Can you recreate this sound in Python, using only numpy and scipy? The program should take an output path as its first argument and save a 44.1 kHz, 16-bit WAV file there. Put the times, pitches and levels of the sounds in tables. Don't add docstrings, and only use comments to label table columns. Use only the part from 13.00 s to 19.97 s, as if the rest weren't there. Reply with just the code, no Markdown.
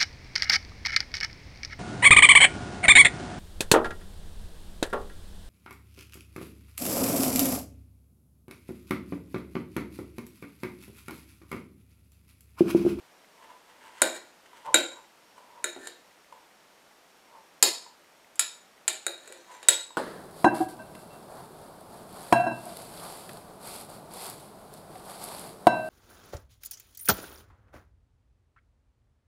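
import sys
import numpy as np
from scipy import signal
from scipy.fft import rfft, irfft
from scipy.io import wavfile
from scipy.ndimage import uniform_filter1d, minimum_filter1d

SR = 44100
rng = np.random.default_rng(int(sys.argv[2]) if len(sys.argv) > 2 else 0)


def to_wav(sig):
    pcm = np.clip(np.atleast_2d(sig), -1, 1) * 32767
    pcm = np.round(pcm).astype(np.int16)
    wavfile.write(sys.argv[1], SR, pcm.T)


N = 307377

# start_s, level_db, place, crack_db, t60_factor, bell_db, thud_db, bright_db_per_octave,
# accent_hz, accent_db, accent_width_octaves
CLINKS = [(1.0185, -22.5, 0.059, -6.5, 0.87, -6.5, -.5, -2.5, 9060, 4, .03),
          (1.743, -19, 0.21, -7.5, 0.75, 6.5, 0, -3, 7360, 7, .05),
          (2.6423, -33, 0.47, -12.5, 0.84, 3, -4, -5, 644, 4, 0.16),
          (2.762, -48, 0, 4, 0.5, -10, 19, -11, 349, 6, .2),
          (2.872, -46, 0.29, -2.5, 0.61, -2, -8.5, -5, 4500, 5, .2),
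          (4.6265, -18, 0.66, 2.5, 0.51, 2, -6.5, 2.5, 4910, 5.5, 0.26),
          (5.3568, -60, 0.8, 0, 0.84, -5, -10, 3, 7440, 6, .04),
          (5.3941, -26, 1, -3.5, 1.3, -7, -26.5, -3, 10640, 2.5, .05),
          (5.8793, -28.5, 0.76, -2.5, 1.17, -10, -18.5, -5.5, 8500, 4, .25),
          (5.929, -56, 1, 7, .6, -5, -12, 3, 11800, 8, .2),
          (6.0657, -33.5, 0.19, -16.5, 0.73, 2, -1, -1, 3930, 0, .04),
          (6.2759, -53.5, 0.25, -5, 1, -10, 9, -4, 7940, 13, .07),
          (6.324, -54.5, 0, 3, 0.79, -7, 1, -2.5, 9300, 5, .04),
          (6.629, -51.5, 0.47, 1, 1.5, 8, -10, -10, 7950, -8, .05),
          (6.6856, -18, .25, -2.5, 0.71, 6.5, -15.5, -2, 7847, 15, .028)]
# pitch_hz, t60_s, bottom_hit_db, wall_hit_db
BODY_MODES = [(243.8, 0.05, -35, -34), (350, 0.12, -16.5, -26.5), (465, 0.04, -20, -33),
              (531.7, 0.05, -14, -34), (629, 0.12, -17.5, -29.5), (860, 0.01, -22, -24.5),
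              (1394, 0.031, -20, -14.5), (1409, 0.06, -15.5, -28.5), (1559, 0.027, -9.5, -37.5),
              (1744, 0.04, -17.5, -21), (1953, 0.03, -13.5, -28), (2348, 0.02, -11.5, -23.5),
              (2857, 0.05, -29, -29), (3710, 0.11, -24, -19), (3870, 0.045, -15.5, -21),
              (4143, 0.06, -13.5, -24.5), (4340, 0.049, -27, -32), (5190, 0.045, -33, -21),
              (6573, 0.036, -14, -20.5), (6740, 0.086, -16, -21), (6970, 0.045, -9, -7.5),
              (7373, 0.044, -12, -12), (7773, 0.055, -12.5, -16), (9038, 0.036, -7, -12.5),
              (10770, 0.049, -24.5, -15.5), (10996, 0.045, -17, -16), (11915, 0.043, -25.5, -25),
              (13350, 0.045, -20.5, -34), (15250, 0.03, -32.5, -34)]
# pitch_hz, t60_s, bottom_hit_db, wall_hit_db
BELL_MODES = [(3775, 0.12, -8.5, -18.5), (3850, 0.2, -14, -24)]
# frequency_hz, gain_db
CRACK_EQ = [(60, -45), (150, -24.5), (280, -5), (550, -2.5), (850, 1), (1200, -6.5), (1600, -5.5),
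            (2600, -3), (4400, -1.5), (5900, -9), (7600, 4.5), (10000, -8), (11200, -3.5), (12500, -16.5),
            (16000, -29.5)]
# frequency_hz, gain_db
CLINK_EQ = [(80, 6.5), (200, 1.5), (350, 1), (800, -1), (1150, 0.5), (1550, 3.5), (2100, -1), (2800, -0.5),
            (4000, -3), (5200, -1.5), (6000, -3), (7000, 1), (9200, 2), (10000, 3), (11000, 1.5),
            (13200, 4.5), (14400, -4), (15300, 5.5), (16000, -1.5)]
# peak_s, swell_s, release_s, hollow_db, rustle_db
RUBS = [(.445, 0.075, 0.017, -52, -57.5), (.508, 0.026, 0.025, -47, -54), (.7, 0.036, 0.028, -60, -55.5),
        (.865, 0.1, 0.047, -56, -57), (1.01, 0.16, 0.017, -54, -52), (1.461, 0.005, .008, -70, -52.5),
        (1.574, 0.089, 0.088, -57.5, -55.5), (1.662, 0.017, .012, -41, -49),
        (1.688, 0.022, 0.014, -30.5, -57), (1.738, 0.025, .01, -54, -55), (1.985, 0.073, 0.021, -49.5, -61),
        (2.385, 0.031, 0.029, -58, -58.5), (2.595, 0.16, 0.1, -49.5, -73),
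        (4.364, 0.058, 0.032, -49, -69.5), (6.51, 0.038, .06, -45.5, -55.5),
        (6.675, 0.075, .01, -56, -52.5)]
# start_s, level_db
PRODS = [(1.532, -56), (2.38, -51.5), (3.325, -47), (4.863, -51.5), (6.906, -52)]
# pitch_hz, width_hz, gain_db
AIR_MODES = [(607.5, 300, -14), (965, 120, 4.5), (1028, 300, -7)]
# frequency_hz, gain_db
RUSTLE_EQ = [(200, -23), (700, -14.5), (1400, 0), (2000, 0.5), (2500, -7.5), (2950, -2.5), (3700, -11.5),
             (5500, -16), (8500, -12.5), (16000, -33.5)]
# peak_s, swell_s, release_s, level_db, tilt_db_per_octave, judder_db
SCRAPES = [(1.169, 0.068, 0.015, -39, 2, 12.5), (2.85, .07, 0.056, -43, 0, 24.5),
           (6.32, .17, 0.13, -51, -0.5, 13), (6.535, 0.082, 0.16, -54, 0, 8)]
# time_s, pitch_hz, level_db
SQUEAL_GLIDE = [(6.38, 5750, -62), (6.42, 6100, -65), (6.46, 6450, -66), (6.502, 6350, -71),
                (6.56, 5950, -57)]
# frequency_hz, t60_s
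ROOM_DECAY = [(150, .55), (400, 0.29), (1000, 0.44), (2800, 0.35), (4500, 0.41), (7500, 0.41), (11000, 0.3),
              (16000, .21)]
# frequency_hz, wet_db
ROOM_WET = [(150, 1.5), (400, 7.5), (1500, -5), (3900, 0.5), (5300, -2), (7000, -8.5), (9000, -12),
            (15000, -3.5)]
# frequency_hz, gain_db
ROOM_TONE_EQ = [(12, -45.5), (20, -22), (101, -16.5), (138, -15), (172, -9), (262, -7), (422, -4.5),
                (472, -4.5), (513, -4), (949, -3.5), (1030, -6), (1400, -7), (5680, -16.5), (14700, -24.5),
                (16000, -44)]


def clinks(low_cut_hz=290, thump_trim_db=-48.5):
    out = np.zeros(N)
    low_cut = signal.butter(2, low_cut_hz, "high", fs=SR, output="sos")
    for start_s, level_db, place, crack_db, t60_factor, bell_db, thud_db, *contact in CLINKS:
        clink = signal.sosfilt(low_cut, in_room(strike(place, crack_db, t60_factor, bell_db)))
        clink = colour(clink, lambda f: curve(CLINK_EQ, f) + contact_db(f, thud_db, *contact))
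        thump = at_level(table_thump(), level_db + thud_db + thump_trim_db)
        add(out, start_s, at_level(clink, level_db) + thump)
    return out


def strike(place, crack_db, t60_factor=1, bell_db=0, scatter_db=.76, detune=.00079, contact_s=.0027):
    t = np.arange(SR // 3) / SR
    hz, t60, bottom_db, wall_db = np.transpose(BODY_MODES + BELL_MODES)[:, :, None]
    size, shift, phase = rng.standard_normal((3, len(hz), 1))
    level = amp(bottom_db + place * (wall_db - bottom_db) + scatter_db * size) / np.sqrt(t60)
    level[len(BODY_MODES):] *= amp(bell_db)
    cycles = hz * (1 + detune * shift) * t + phase
    modes = level * decay(t, t60 * t60_factor) * np.sin(2 * np.pi * cycles)
    ring = signal.sosfilt(signal.butter(3, 220, "high", fs=SR, output="sos"), modes.sum(0))
    chatter = np.exp(-(t / contact_s) ** 4) + amp(-8) * decay(t, t60_s=.074)
    burst = whiten(rng.standard_normal(len(t)) * chatter)
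    crack = colour(burst, lambda f: curve(CRACK_EQ, f))
    return unit(ring) + amp(crack_db) * unit(crack)


def contact_db(f, thud_db, bright_db, accent_hz, accent_db, octaves, thud_hz=999, bright_hz=4000):
    thud = thud_db / (1 + (f / thud_hz) ** 2)
    brightness = bright_db * np.log2(1 + f / bright_hz)
    accent = accent_db * np.exp(-(np.log2((f + 1) / accent_hz) / octaves) ** 2)
    return thud + brightness + accent


def table_thump(centre_hz=90, t60_s=.24):
    t = np.arange(SR // 3) / SR
    push = rng.standard_normal(len(t)) * decay(t, t60_s)
    return colour(push, lambda f: -np.minimum(7 * np.log2((f + 1) / centre_hz) ** 2, 70))


def rubs(trim_db=-2):
    hollow_gain, rustle_gain = np.zeros(N), np.zeros(N)
    for *timing, hollow_db, rustle_db in RUBS:
        start_s, pressure = stroke(*timing)
        add(hollow_gain, start_s, pressure * amp(hollow_db))
        add(rustle_gain, start_s, pressure * amp(rustle_db))
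    hollow = colour(friction(N, slips_per_s=3000, spread_db=3), beaker_air_db)
    hollow /= np.sqrt(uniform_filter1d(hollow ** 2, size=700))
    grain = friction(N, slips_per_s=710, spread_db=5.5, hiss=.95)
    rustle = unit(colour(grain, lambda f: curve(RUSTLE_EQ, f)))
    return amp(trim_db) * (hollow_gain * hollow + rustle_gain * rustle)


def prods(trim_db=-4, tick_db=-15):
    out, t = np.zeros(N), np.arange(SR // 20) / SR
    pop = unit(colour(signal.unit_impulse(len(t)), beaker_air_db))
    for start_s, level_db in PRODS:
        burst = rng.standard_normal(len(t)) * decay(t, t60_s=.03)
        tick = unit(colour(burst, lambda f: curve(RUSTLE_EQ, f)))
        add(out, start_s, amp(level_db + trim_db) * (pop + amp(tick_db) * tick))
    return out


def beaker_air_db(f):
    power = sum(amp(db) ** 2 / (1 + (2 * (f - hz) / width) ** 2) ** 2 for hz, width, db in AIR_MODES)
    return 10 * np.log10(power + 1e-7)


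def scrapes(trim_db=-2, pivot_hz=2000, judder_hz=1780, judder_width_hz=75):
    out = np.zeros(N)
    for *timing, level_db, tilt_db, judder_db in SCRAPES:
        def drag_db(f):
            judder = judder_db / (1 + ((f - judder_hz) / judder_width_hz) ** 2)
            dulling = 3 * np.log2(1 + f / pivot_hz)
            return judder - dulling + tilt_db * np.log2(np.maximum(f, 400) / pivot_hz)

        start_s, pressure = stroke(*timing)
        body = colour(strike(place=0, crack_db=-3, bell_db=-5), drag_db)
        slips = friction(2 * SR)[:len(pressure)]
        scrape = unit(signal.fftconvolve(slips, body)[:len(slips)])
        add(out, start_s, amp(level_db + trim_db) * pressure * scrape)
    return out


def friction(count, slips_per_s=700, spread_db=4, hiss=.4):
    size = amp(spread_db * np.minimum(rng.exponential(1, count), 3))
    slipping = rng.random(count) < slips_per_s / SR
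    slips = unit(size * slipping * rng.choice([-1, 1], count))
    return unit(slips + hiss * rng.standard_normal(count))


def stroke(peak_s, swell_s, release_s, depth_db=14.5):
    t = np.arange(-3 * swell_s, 3 * release_s, 1 / SR)
    from_peak = np.maximum(-t / swell_s, t / release_s)
    return max(peak_s + t[0], 0), amp(-depth_db * from_peak ** 1.3)


def squeal(jitter=.013, octave_db=-11, trim_db=-3):
    time_s, pitch_hz, level_db = np.transpose(SQUEAL_GLIDE)
    out, t = np.zeros(N), np.arange(time_s[0], time_s[-1], 1 / SR)
    waver = 1 + jitter * unit(uniform_filter1d(rng.standard_normal(len(t)), size=60))
    phase = 2 * np.pi * np.cumsum(np.interp(t, time_s, pitch_hz) * waver) / SR
    tone = np.sin(phase) + amp(octave_db) * np.sin(2 * phase)
    add(out, time_s[0], amp(np.interp(t, time_s, level_db) + trim_db) * tone)
    return out


def motor_whine(pitch_hz=5561, level_db=-73.5, step_s=1 / 15, run_chance=.42, tick_hz=2250):
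    t, tick_t = np.arange(N) / SR, np.arange(SR // 30) / SR
    steps = np.arange(.045, N / SR, step_s)
    chance, softness = rng.random((len(steps), 2)).T
    running = 1. * (chance < run_chance)
    burst = rng.standard_normal(len(tick_t)) * decay(tick_t, t60_s=.02)
    tick = unit(colour(burst, lambda f: -np.minimum(50 * np.log2((f + 1) / tick_hz) ** 2, 25)))
    ticks = np.zeros(N)
    for start_s, switch, tick_db in zip(steps, np.diff(running, prepend=0), -65 - 12 * softness):
        add(ticks, start_s, switch * amp(tick_db) * tick)
    gate = uniform_filter1d(running[np.searchsorted(steps, t) - 1], size=200)
    return ticks + amp(level_db) * gate * np.sin(2 * np.pi * pitch_hz * t)


def room_tone(level_db=-59):
    gain = amp(curve(ROOM_TONE_EQ, np.fft.rfftfreq(N, 1 / SR)))
    return amp(level_db) * unit(irfft(rfft(rng.standard_normal(N)) * gain, N))


def in_room(x, predelay_s=.0019, build_s=.0075):
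    t = np.arange(SR // 2) / SR
    reflections = rng.standard_normal(len(t)) * (rng.random(len(t)) < .15)
    hz, age_s, bands = signal.stft(unit(reflections), SR, nperseg=256)
    t60 = curve(ROOM_DECAY, hz)[:, None]
    bands *= amp(curve(ROOM_WET, hz)[:, None]) * decay(age_s, t60)
    bands *= np.sqrt(np.log(1e6) / t60 / SR)
    response = signal.istft(bands, SR, nperseg=256)[1][:len(t)]
    response *= np.clip((t - predelay_s) / build_s, 0, 1)
    response[0] = 1
    return signal.fftconvolve(x, response)[:len(x)]


def colour(x, db_at):
    log_gain = np.log(amp(db_at(abs(np.fft.fftfreq(4096, 1 / SR)))))
    taps = np.fft.ifft(np.exp(signal.hilbert(log_gain).conj())).real
    return signal.fftconvolve(x, taps[:len(taps) // 2])[:len(x)]


def whiten(burst):
    hz = np.fft.rfftfreq(len(burst), 1 / SR)
    power = uniform_filter1d(abs(rfft(burst)) ** 2, size=120)
    return unit(colour(burst, lambda f: -10 * np.log10(np.interp(f, hz, power))))


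def curve(points, hz):
    f, value = np.transpose(points)
    return np.interp(np.log(hz + 1), np.log(f + 1), value)


def decay(t, t60_s):
    return np.exp(-np.log(1000) * t / t60_s)


def amp(db):
    return 10 ** (np.asarray(db) / 20)


def unit(x):
    return x / np.sqrt(np.mean(x ** 2) + 1e-20)


def at_level(sound, level_db):
    return amp(level_db) * sound / np.sqrt(np.sum(sound ** 2) / (SR / 10))


def add(mix, start_s, sound):
    part = mix[round(start_s * SR):][:len(sound)]
    part += sound[:len(part)]


def scene():
    tongs = clinks() + in_room(rubs() + prods()) + in_room(scrapes()) + in_room(squeal())
    return (tongs + motor_whine() + room_tone())[None]


def record(dry, high_cut_hz=16100):
    gain = uniform_filter1d(minimum_filter1d(1 / np.maximum(abs(dry), 1), size=45), size=45)
    high_cut = signal.firwin(255, high_cut_hz, window=("kaiser", 9), fs=SR)
    return signal.oaconvolve(dry * gain, high_cut[None], "same")


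dry = scene()
out = record(dry)
to_wav(out)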